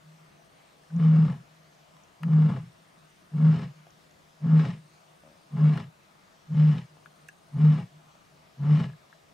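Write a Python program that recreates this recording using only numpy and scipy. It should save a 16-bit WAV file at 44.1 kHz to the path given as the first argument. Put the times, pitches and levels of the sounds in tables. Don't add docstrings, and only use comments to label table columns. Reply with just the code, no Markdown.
import sys
import numpy as np
from scipy import signal
from scipy.fft import rfft, irfft, next_fast_len
from scipy.io import wavfile
from scipy.ndimage import uniform_filter1d

SR = 44100
rng = np.random.default_rng(int(sys.argv[2]) if len(sys.argv) > 2 else 0)


def makeup_ratio(level_db):
    decades = np.asarray(level_db, float) / 20
    return 10 ** decades


def inscribe(sig):
    pcm = np.round(np.clip(np.atleast_2d(sig).T, -1, 1) * 32767)
    wavfile.write(sys.argv[1], SR, pcm.astype(np.int16))


N = 411453


def evened(x):
    return x / np.sqrt(np.mean(x ** 2) + 1e-20)


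def read(points, hz):
    f, value = np.transpose(points)
    return np.interp(np.log(hz + 1), np.log(f + 1), value)


def follow(rows, t):
    s, *columns = np.transpose(rows)
    return [uniform_filter1d(np.interp(t, s, c), 500, mode="nearest") for c in columns]


def add(mix, s, sound):
    part = mix[..., round(s * SR):][..., :sound.shape[-1]]
    part += sound[..., :part.shape[-1]]


def panned(x, db):
    return x * makeup_ratio(np.array([[db / 2], [-db / 2]]))


def drift(n, hz):
    return evened(signal.lfilter(*signal.butter(2, hz, fs=SR), rng.standard_normal(n)))


def resonate(x, hz, width):
    r = np.exp(-np.pi * width / SR)
    poles = [1, -2 * r * np.cos(2 * np.pi * hz / SR), r * r]
    return signal.lfilter([(1 - r * r) / 2, 0, (r * r - 1) / 2], poles, x)


def tract(x, modes):
    total = 0
    for k, (hz, width, db) in enumerate(modes):
        ring = resonate(resonate(x, hz, 1.9 * width), hz, 1.9 * width)
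        total = total + (-1) ** k * makeup_ratio(db) / np.sqrt(width) * ring
    return evened(total)


def stretched(x, modes, factor):
    clock = np.cumsum(factor)
    even = np.arange(clock[-1])
    return np.interp(clock, even, tract(np.interp(even, clock, x), modes))


def lion():
    # voice catches in seconds, full hum in dB, pitch in Hz, effort fails after seconds,
    # air is spent after seconds.
    voices = [
        (0.994, -16, 158.5, .242, 0.42),
        (2.286, -16.5, 156.5, .17, 0.41),
        (3.376, -15, 157, .125, 0.35),
        (4.469, -14, 158.4, .115, 0.31),
        (5.571, -14, 153.3, .095, 0.32),
        (6.544, -15.5, 153.7, .155, .31),
        (7.579, -13.5, 153.6, .12, 0.28),
        (8.641, -15, 152.2, .105, 0.31),
    ]
    # first air before the catch in seconds, first puff under full hum in dB, throat breath in dB,
    # mouth hiss in dB, breath thins after seconds.
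    breaths = [(0.089, -5.5, -44, -57.5, 0.33), (0.08, -5.5, -44.5, -59, 0.29), (0.056, -7, -44, -54, 0.26),
               (0.063, -9, -42, -51, 0.24), (0.06, -12, -43, -53, .23), (0.061, -8.5, -46.5, -54.5, 0.24),
               (0.055, -10.5, -44, -54.5, 0.22), (.066, -10.5, -43.5, -52.5, 0.21)]
    # puff pitch off the hum in Hz, part of a cycle slipped at the catch, swell in seconds,
    # early hiss under its peak in dB, folds stumble this many seconds after effort fails.
    slips = [(4, .33, 0.062, -1.5, .045), (2, .4, .066, -4, .04), (-3, -.38, .078, -9.5, .062),
             (-5, 0.36, .075, -12, 0.07), (-6, 0.468, 0.082, -7.5, .09), (-2, 0.507, 0.057, -2.5, .038),
             (-10, .55, .068, -5, 0.082), (-14, -.16, 0.077, -6, .04)]
    out = np.zeros(N)
    for voice, air_row, slip in zip(voices, breaths, slips):
        add(out, *grunt(*voice, *air_row, *slip))
    return out


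def grunt(catch, full_db, pitch_hz, fails, spent, lead, puff_db, rasp_db, hiss_db, thins,
          onset_hz, catch_turn, swell_s, early_db, stumble):
    t = np.arange(-.13, .52, 1 / SR)
    rise, full = -.55 * lead, -.2 * lead
    gone_db, release_s = -57, .031
    effort = [(-lead - .01, gone_db, onset_hz), (-lead, puff_db - 29, onset_hz),
              (rise, puff_db - 6, onset_hz),
              (full, puff_db, onset_hz + 9),
              (0, puff_db - 2.5, .4 * onset_hz),
              (swell_s, 0, 0), (fails, -1, 0),
              (spent, -30, -9), (spent + release_s, gone_db, -9)]
    hum_db, bend_hz = follow(effort, t)
    hum_db = hum_db + full_db
    turns = np.cumsum((pitch_hz + bend_hz) * (1 + .01 * drift(len(t), 40))) / SR
    slipped = fold_slips(t, catch_turn, fails + stumble, spent)
    memory = signal.windows.hann(round(0.034 * SR))
    beat = signal.oaconvolve(np.exp(2j * np.pi * slipped), memory / memory.sum(), "same")

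    breath_db, bright_db = breath_levels(t, lead, rise, thins, fails, early_db, release_s)
    voice = makeup_ratio(hum_db) * throat_hum(t, turns, slipped, beat, fails)
    voice += rasping_breath(turns, slipped, beat, hum_db, rasp_db + breath_db, hiss_db + bright_db)
    return catch + t[0], voice * signal.windows.tukey(len(t), .08)


def fold_slips(t, catch_turn, stumbles, spent):
    gap, size, way = rng.random((12, 3)).T
    at = stumbles + .024 * np.cumsum((.6 + .8 * gap) * (np.arange(12) > 0))
    turn = .4 * (.6 + 0.76 * size) * np.sign(way - .45) * (at < spent + .02)
    return catch_turn * (t > 0) + turn @ (t > at[:, None])


def throat_hum(t, turns, slipped, beat, fails):
    overtones = [(2, -41), (3, -35.5)]
    hum = np.sqrt(2) * (beat * np.exp(2j * np.pi * turns)).real
    for k, db in overtones:
        hum += makeup_ratio(db) * np.cos(2 * np.pi * k * (turns + slipped)) * makeup_ratio(0.5 * drift(len(t), 30))
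    kicks = abs(np.diff(slipped, prepend=slipped[0])) * (t > fails)
    return hum + makeup_ratio(42) * resonate(resonate(kicks, 95, 60), 95, 90)


def breath_levels(t, lead, rise, thins, fails, early_db, release_s):
    rasp_stages = (-25.5, -12, -2, -5, -25.5)
    hiss_stages = (-27.5, -19, -4, -21.5)
    first, puff, swell, cut, out = zip(rasp_stages, np.insert(hiss_stages, 2, early_db))
    stop = thins + 0.078
    stages = [(-lead - .015, -50, -50), (-lead, *first), (rise, *puff), (.03, *swell),
              (thins, *cut), (stop, *out), (stop + release_s, -45, -45)]
    rasp = follow(sorted(stages + [(fails + 0.049, 0, 0)]), t)[0]
    hiss = follow(sorted(stages + [(fails + 0.02, 0, 0)]), t)[1]
    return rasp, hiss


def rasping_breath(turns, slipped, beat, hum_db, breath_db, bright_db):
    # resonance in Hz, width in Hz, level in dB.
    throat = [(269, 73, -1), (438, 38, -1.5), (548, 25, -5.5), (703, 72, -5), (902, 55, -8.5),
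              (1063, 53, -3), (1162, 80, -10.5), (1347, 130, -3), (1000, 740, -6.5)]
    chest = [(129, 43, -5.5), (183.7, 57, 3), (219.3, 67.7, -3)]
    mouth = [(1616, 97, 1.5), (1900, 220, 4.5), (2050, 87, 4.5), (2310, 110, 3), (2728, 260, 3),
             (2985, 130, 0.5), (3130, 150, -7), (3490, 390, -1.5), (4100, 310, -3), (5050, 300, -3.5),
             (5700, 410, -9), (7360, 1700, -8.5)]
    n = len(turns)
    strong_weak = 1 + 0.41 * np.cos(np.pi * turns)
    spurt_db = 5 * (1 - abs(beat))
    puffs = (0.58 + np.exp(-(turns % 1) / 0.047) * strong_weak) * rng.standard_normal(n)
    puffs *= makeup_ratio(1.5 * drift(n, 49) + spurt_db)
    snaps = sum(np.cos(2 * np.pi * k * (turns + slipped)) for k in range(4, 12))

    opening = 1.02 + .0045 * np.clip(hum_db - hum_db.max(), -30, 0)
    low = stretched(evened(puffs) + 0.079 * evened(snaps), throat, opening) * makeup_ratio(breath_db)
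    slack_db = 0.2 * np.clip(np.maximum.accumulate(hum_db) - hum_db, 0, 20)
    sag = 0.041 * slack_db
    low += stretched(rng.standard_normal(n), chest, 1 - sag) * makeup_ratio(breath_db + 10.5 + slack_db)
    low = signal.lfilter(*signal.butter(3, 110, "high", fs=SR), low)
    tongue = 1 + .025 * drift(n, 3)
    return low + stretched(puffs, mouth, tongue) * makeup_ratio(bright_db + 4)


def echo():
    # time in seconds, peak level in dB.
    returns = [(.086, -50.5), (.22, -58), (.4, -62.5), (.6, -65), (.82, -69.5), (1.53, -59), (1.608, -61.5),
               (1.8, -61.5), (1.95, -62.5), (2.819, -64), (3.028, -59.5), (3.78, -51.5), (4.082, -65),
               (4.262, -64), (4.81, -52), (5.1, -62), (5.25, -63.5), (5.36, -68.5), (6.148, -66),
               (6.361, -72), (6.93, -58), (7.08, -62), (7.242, -59), (7.47, -62), (7.964, -52), (8.33, -60),
               (8.41, -67.5), (9.15, -65), (9.29, -68)]
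    s, db = np.transpose(returns)
    late = np.arange(0, N + 256, 256)[:, None] / SR - s
    power = makeup_ratio(db + np.minimum(217.5 * late, -110.5 * late)) ** 2
    level = np.interp(np.arange(N) / 256, np.arange(len(late)), np.sqrt(power.sum(1)))
    note = np.sqrt(2) * np.sin(2 * np.pi * np.cumsum(155 + 4 * drift(N, 12.1)) / SR)
    smear = evened(resonate(resonate(rng.standard_normal(N), 170, 25), 170, 40))
    return level * (note + 0.18 * smear)


def ground(x):
    t = np.arange(round(.12 * SR)) / SR
    sparse = rng.random((2, len(t))) < .05
    taps = rng.choice([-1., 1.], (2, len(t))) * sparse * makeup_ratio(-60 * t / 0.047) * (t > .002)
    taps = signal.lfilter(*signal.butter(4, 400, "high", fs=SR), taps)
    return signal.fftconvolve(x[None], taps / np.linalg.norm(taps[0]), axes=1)[:, :N]


def knocks():
    # time in seconds, peak in dB, contact in seconds, first snap in dB, left over right in dB.
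    hits = [
        (2.2325, -31, 0.0015, -20, 3.5),
        (5.7755, -30.5, 0.0012, -26, 5.5),
        (7.0584, -37.5, 0.00092, -27, 3.5),
        (7.286, -35.5, 0.0016, -13.5, -7.5),
        (9.127, -42, 0.001, -30, 2),
    ]
    # ring in Hz, width in Hz, level in dB.
    hit_rings = [
        [(1050, 150, 4.5), (1680, 200, 5), (2950, 66, -5), (4330, 110, -11.5), (4940, 100, -16.5),
         (6300, 74, -23)],
        [(1520, 410, 17), (2230, 440, -9), (10100, 900, -13)],
        [(1100, 57, -5), (1580, 95, -3.5), (1860, 150, -4.5), (2540, 73, -17), (2850, 190, -15)],
        [(1750, 83, 10.5), (2740, 100, -3), (6060, 120, -9), (6900, 87, -6), (8520, 230, -21), (10200, 83, -27),
         (11000, 100, -29)],
        [(1090, 95, -1), (1600, 130, 4), (2760, 120, -6), (3470, 260, -20)],
    ]
    # time in seconds, peak in dB, ring in Hz, 60 dB decay in seconds, left over right in dB.
    soft_taps = [
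        (1.967, -48, 1000, 0.028, -4),
        (3.868, -43.5, 698, 0.025, 1),
        (6.969, -47, 690, 0.0091, 3),
        (8.153, -49.5, 657, 0.013, 10),
        (8.9, -46, 930, 0.013, 0.83),
    ]
    out, t = np.zeros((2, N)), np.arange(round(.08 * SR)) / SR
    for (s, db, contact, snap_db, pan_db), rings in zip(hits, hit_rings):
        blow = np.minimum(t / contact, 1) * np.exp(-t / contact) + 0.043 * np.exp(-t / 0.0049)
        damped = [(hz, width + 250, ring_db) for hz, width, ring_db in rings]
        ring = tract(blow * rng.standard_normal(len(t)), damped)
        snap = resonate(np.exp(-t / contact) * rng.standard_normal(len(t)), 5500, 9000)
        add(out, s - .001, panned(makeup_ratio(db + snap_db + 7.5) * snap / abs(snap).max(), pan_db))
        add(out, s, panned(makeup_ratio(db) * ring / abs(ring).max(), pan_db))
    for s, db, hz, t60, pan_db in soft_taps:
        blow = np.minimum(t / 0.0013, 1) * np.exp(-t / 0.00068) * rng.standard_normal(len(t))
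        ring = resonate(resonate(blow, hz, 1.8 / t60), hz, 1.6 * hz)
        ring += 0.27 * resonate(blow, 0.82 * hz, hz)
        add(out, s, panned(makeup_ratio(db) * ring / abs(ring).max(), pan_db))
    return out


def croak():
    croak_shape = (5.236, 5.37, 76, 560, 160)
    start, end, rate, hz, width = croak_shape
    t = np.arange(0, end - start, 1 / SR)
    cycles = np.cumsum(rate * (1 + 0.047 * drift(len(t), 40))) / SR
    pulses = np.diff(np.floor(cycles + .99), prepend=0)
    pulses = pulses * np.exp(-t / 0.194) * makeup_ratio(1.8 * drift(len(t), 60))
    voice = resonate(resonate(pulses, hz, width), hz, 210) + 0.77 * resonate(pulses, 240, 90)
    out = np.zeros(N)
    add(out, start, makeup_ratio(-59.5) * evened(voice))
    return out


def cricket():
    # centre of first chirp in seconds, end in seconds, chirps a second, level in dB.
    trills = [
        (.031, 1.45, 18.67, -1),
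        (1.981, 3.52, 18.71, -1),
        (4.312, 5.79, 18.8, 0),
        (6.593, 7.88, 19.05, 1),
    ]
    # wing stroke from the chirp centre in seconds, level in dB.
    strokes = [(-.010, -1), (.002, 0), (.011, -4)]
    out, t = np.zeros(N), np.arange(round(0.017 * SR)) / SR
    bell = np.sin(np.pi * np.sqrt(t / t[-1])) ** 2
    for start, end, rate, db in trills:
        for at in np.arange(start, end, 1 / rate):
            swell_db = -71 + db - 11 * np.exp(-(at - start) / .25)
            for (offset, stroke_db), (u, v) in zip(strokes, rng.standard_normal((3, 2))):
                ring = np.sin(2 * np.pi * (9000 + 60 * u - 15000 * t) * t) * bell
                add(out, at + offset - .006, makeup_ratio(swell_db + stroke_db + 1.5 * v) * ring)
    return panned(out, 1.5)


def ticks():
    # time in seconds, peak in dB, pitch in Hz, left over right in dB.
    chips = [
        (0.9613, -59, 5800, 9.5),
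        (2.0344, -62, 5900, 10),
        (3.903, -60, 5660, 12),
        (4.1086, -63, 5740, 8),
    ]
    # time in seconds, peak in dB, pitch in Hz, 60 dB decay in seconds, left over right in dB.
    peeps = [
        (0.8365, -56, 1730, 0.035, 1.4),
        (0.9023, -51, 1520, 0.04, -1.3),
        (8.9, -53, 1680, 0.035, 1.5),
        (8.9336, -51, 1680, 0.035, 1.5),
    ]
    out, t = np.zeros((2, N)), np.arange(round(.006 * SR)) / SR
    for s, db, hz, pan_db in chips:
        chip = np.sin(2 * np.pi * hz * t) + np.sin(2 * np.pi * 1.15 * hz * t)
        add(out, s, panned(makeup_ratio(db - 0.5) * chip * signal.windows.hann(len(t)), pan_db))
    t = np.arange(round(.06 * SR)) / SR
    for s, db, hz, t60, pan_db in peeps:
        peep = np.sin(2 * np.pi * hz * t) * np.minimum(t / 0.001, 1) * makeup_ratio(-60 * t / t60)
        add(out, s, panned(makeup_ratio(db) * peep, pan_db))
    return out


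def air():
    # frequency in Hz, level in dB per Hz.
    air_colour = [(15, -59), (25, -38.5), (59, -10.5), (127, -18), (161, -4.5), (217, -16), (317, -14),
                  (344, -13), (373, -16), (677, -14), (734, -15), (1020, -15.5), (1290, -17), (6050, -28.5),
                  (16000, -42.5)]
    # frequency in Hz, left-right likeness from -1 to 1.
    likeness = [(60, 0.015), (130, 1), (290, 0.26), (640, -0.11), (1410, -0.26), (3100, 0.4), (6820, 0.62),
                (15000, 0.68)]
    frames, hz = N // 256 + 5, np.fft.rfftfreq(1024, 1 / SR)
    a, b, c, d, patches = rng.standard_normal((frames, 513, 5)).T
    patches = evened(uniform_filter1d(uniform_filter1d(patches, 14, 0), 20, 1))
    same = np.clip(read(likeness, hz), -1, 1)[:, None]
    left, other = a + 1j * b, c + 1j * d
    z = np.array([left, same * left + np.sqrt(1 - same ** 2) * other])
    hollow_db = 4 * np.exp(-((hz - 650) / 60) ** 2) + 3 * np.exp(-((hz - 1220) / 70) ** 2)
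    z *= makeup_ratio((read(air_colour, hz) + hollow_db)[:, None] + 1.4 * patches)
    murmur = signal.istft(z, nperseg=1024, noverlap=768)[1][:, :N]
    return makeup_ratio(-61.5 + 2.5) * evened(murmur)


def scene():
    roar, near = lion(), knocks()
    scatter = makeup_ratio(-7) * ground(roar + near.mean(0))
    return roar + echo() + scatter + near + croak() + cricket() + ticks() + air()


def band_limit(x):
    return signal.sosfilt(signal.butter(12, 16380, fs=SR, output="sos"), x)


def record(dry):
    # frequency in Hz, left over right in dB.
    port_colour = [(60, 0.5), (130, 0.5), (290, 1.0), (640, 4.0), (1410, 3.0), (3100, 0.5), (6820, 1.0),
                   (15000, 1.0)]
    n = next_fast_len(N)
    hz = np.fft.rfftfreq(n, 1 / SR)
    lead = .15 * np.cos(np.pi * np.clip(hz / 2200, 0, 1)) * (hz < 5000) * np.exp(-hz / 6000)
    half = makeup_ratio(read(port_colour, hz) / 2) * np.exp(.5j * lead)
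    edge = np.clip((16000 - hz) / 500, .1, 1) * (hz < 16380)
    mix = irfft(rfft(dry, n) * edge * np.array([half, 1 / half]), n)[:, :N]
    return band_limit(mix)


dry = scene()
out = record(dry)
inscribe(out)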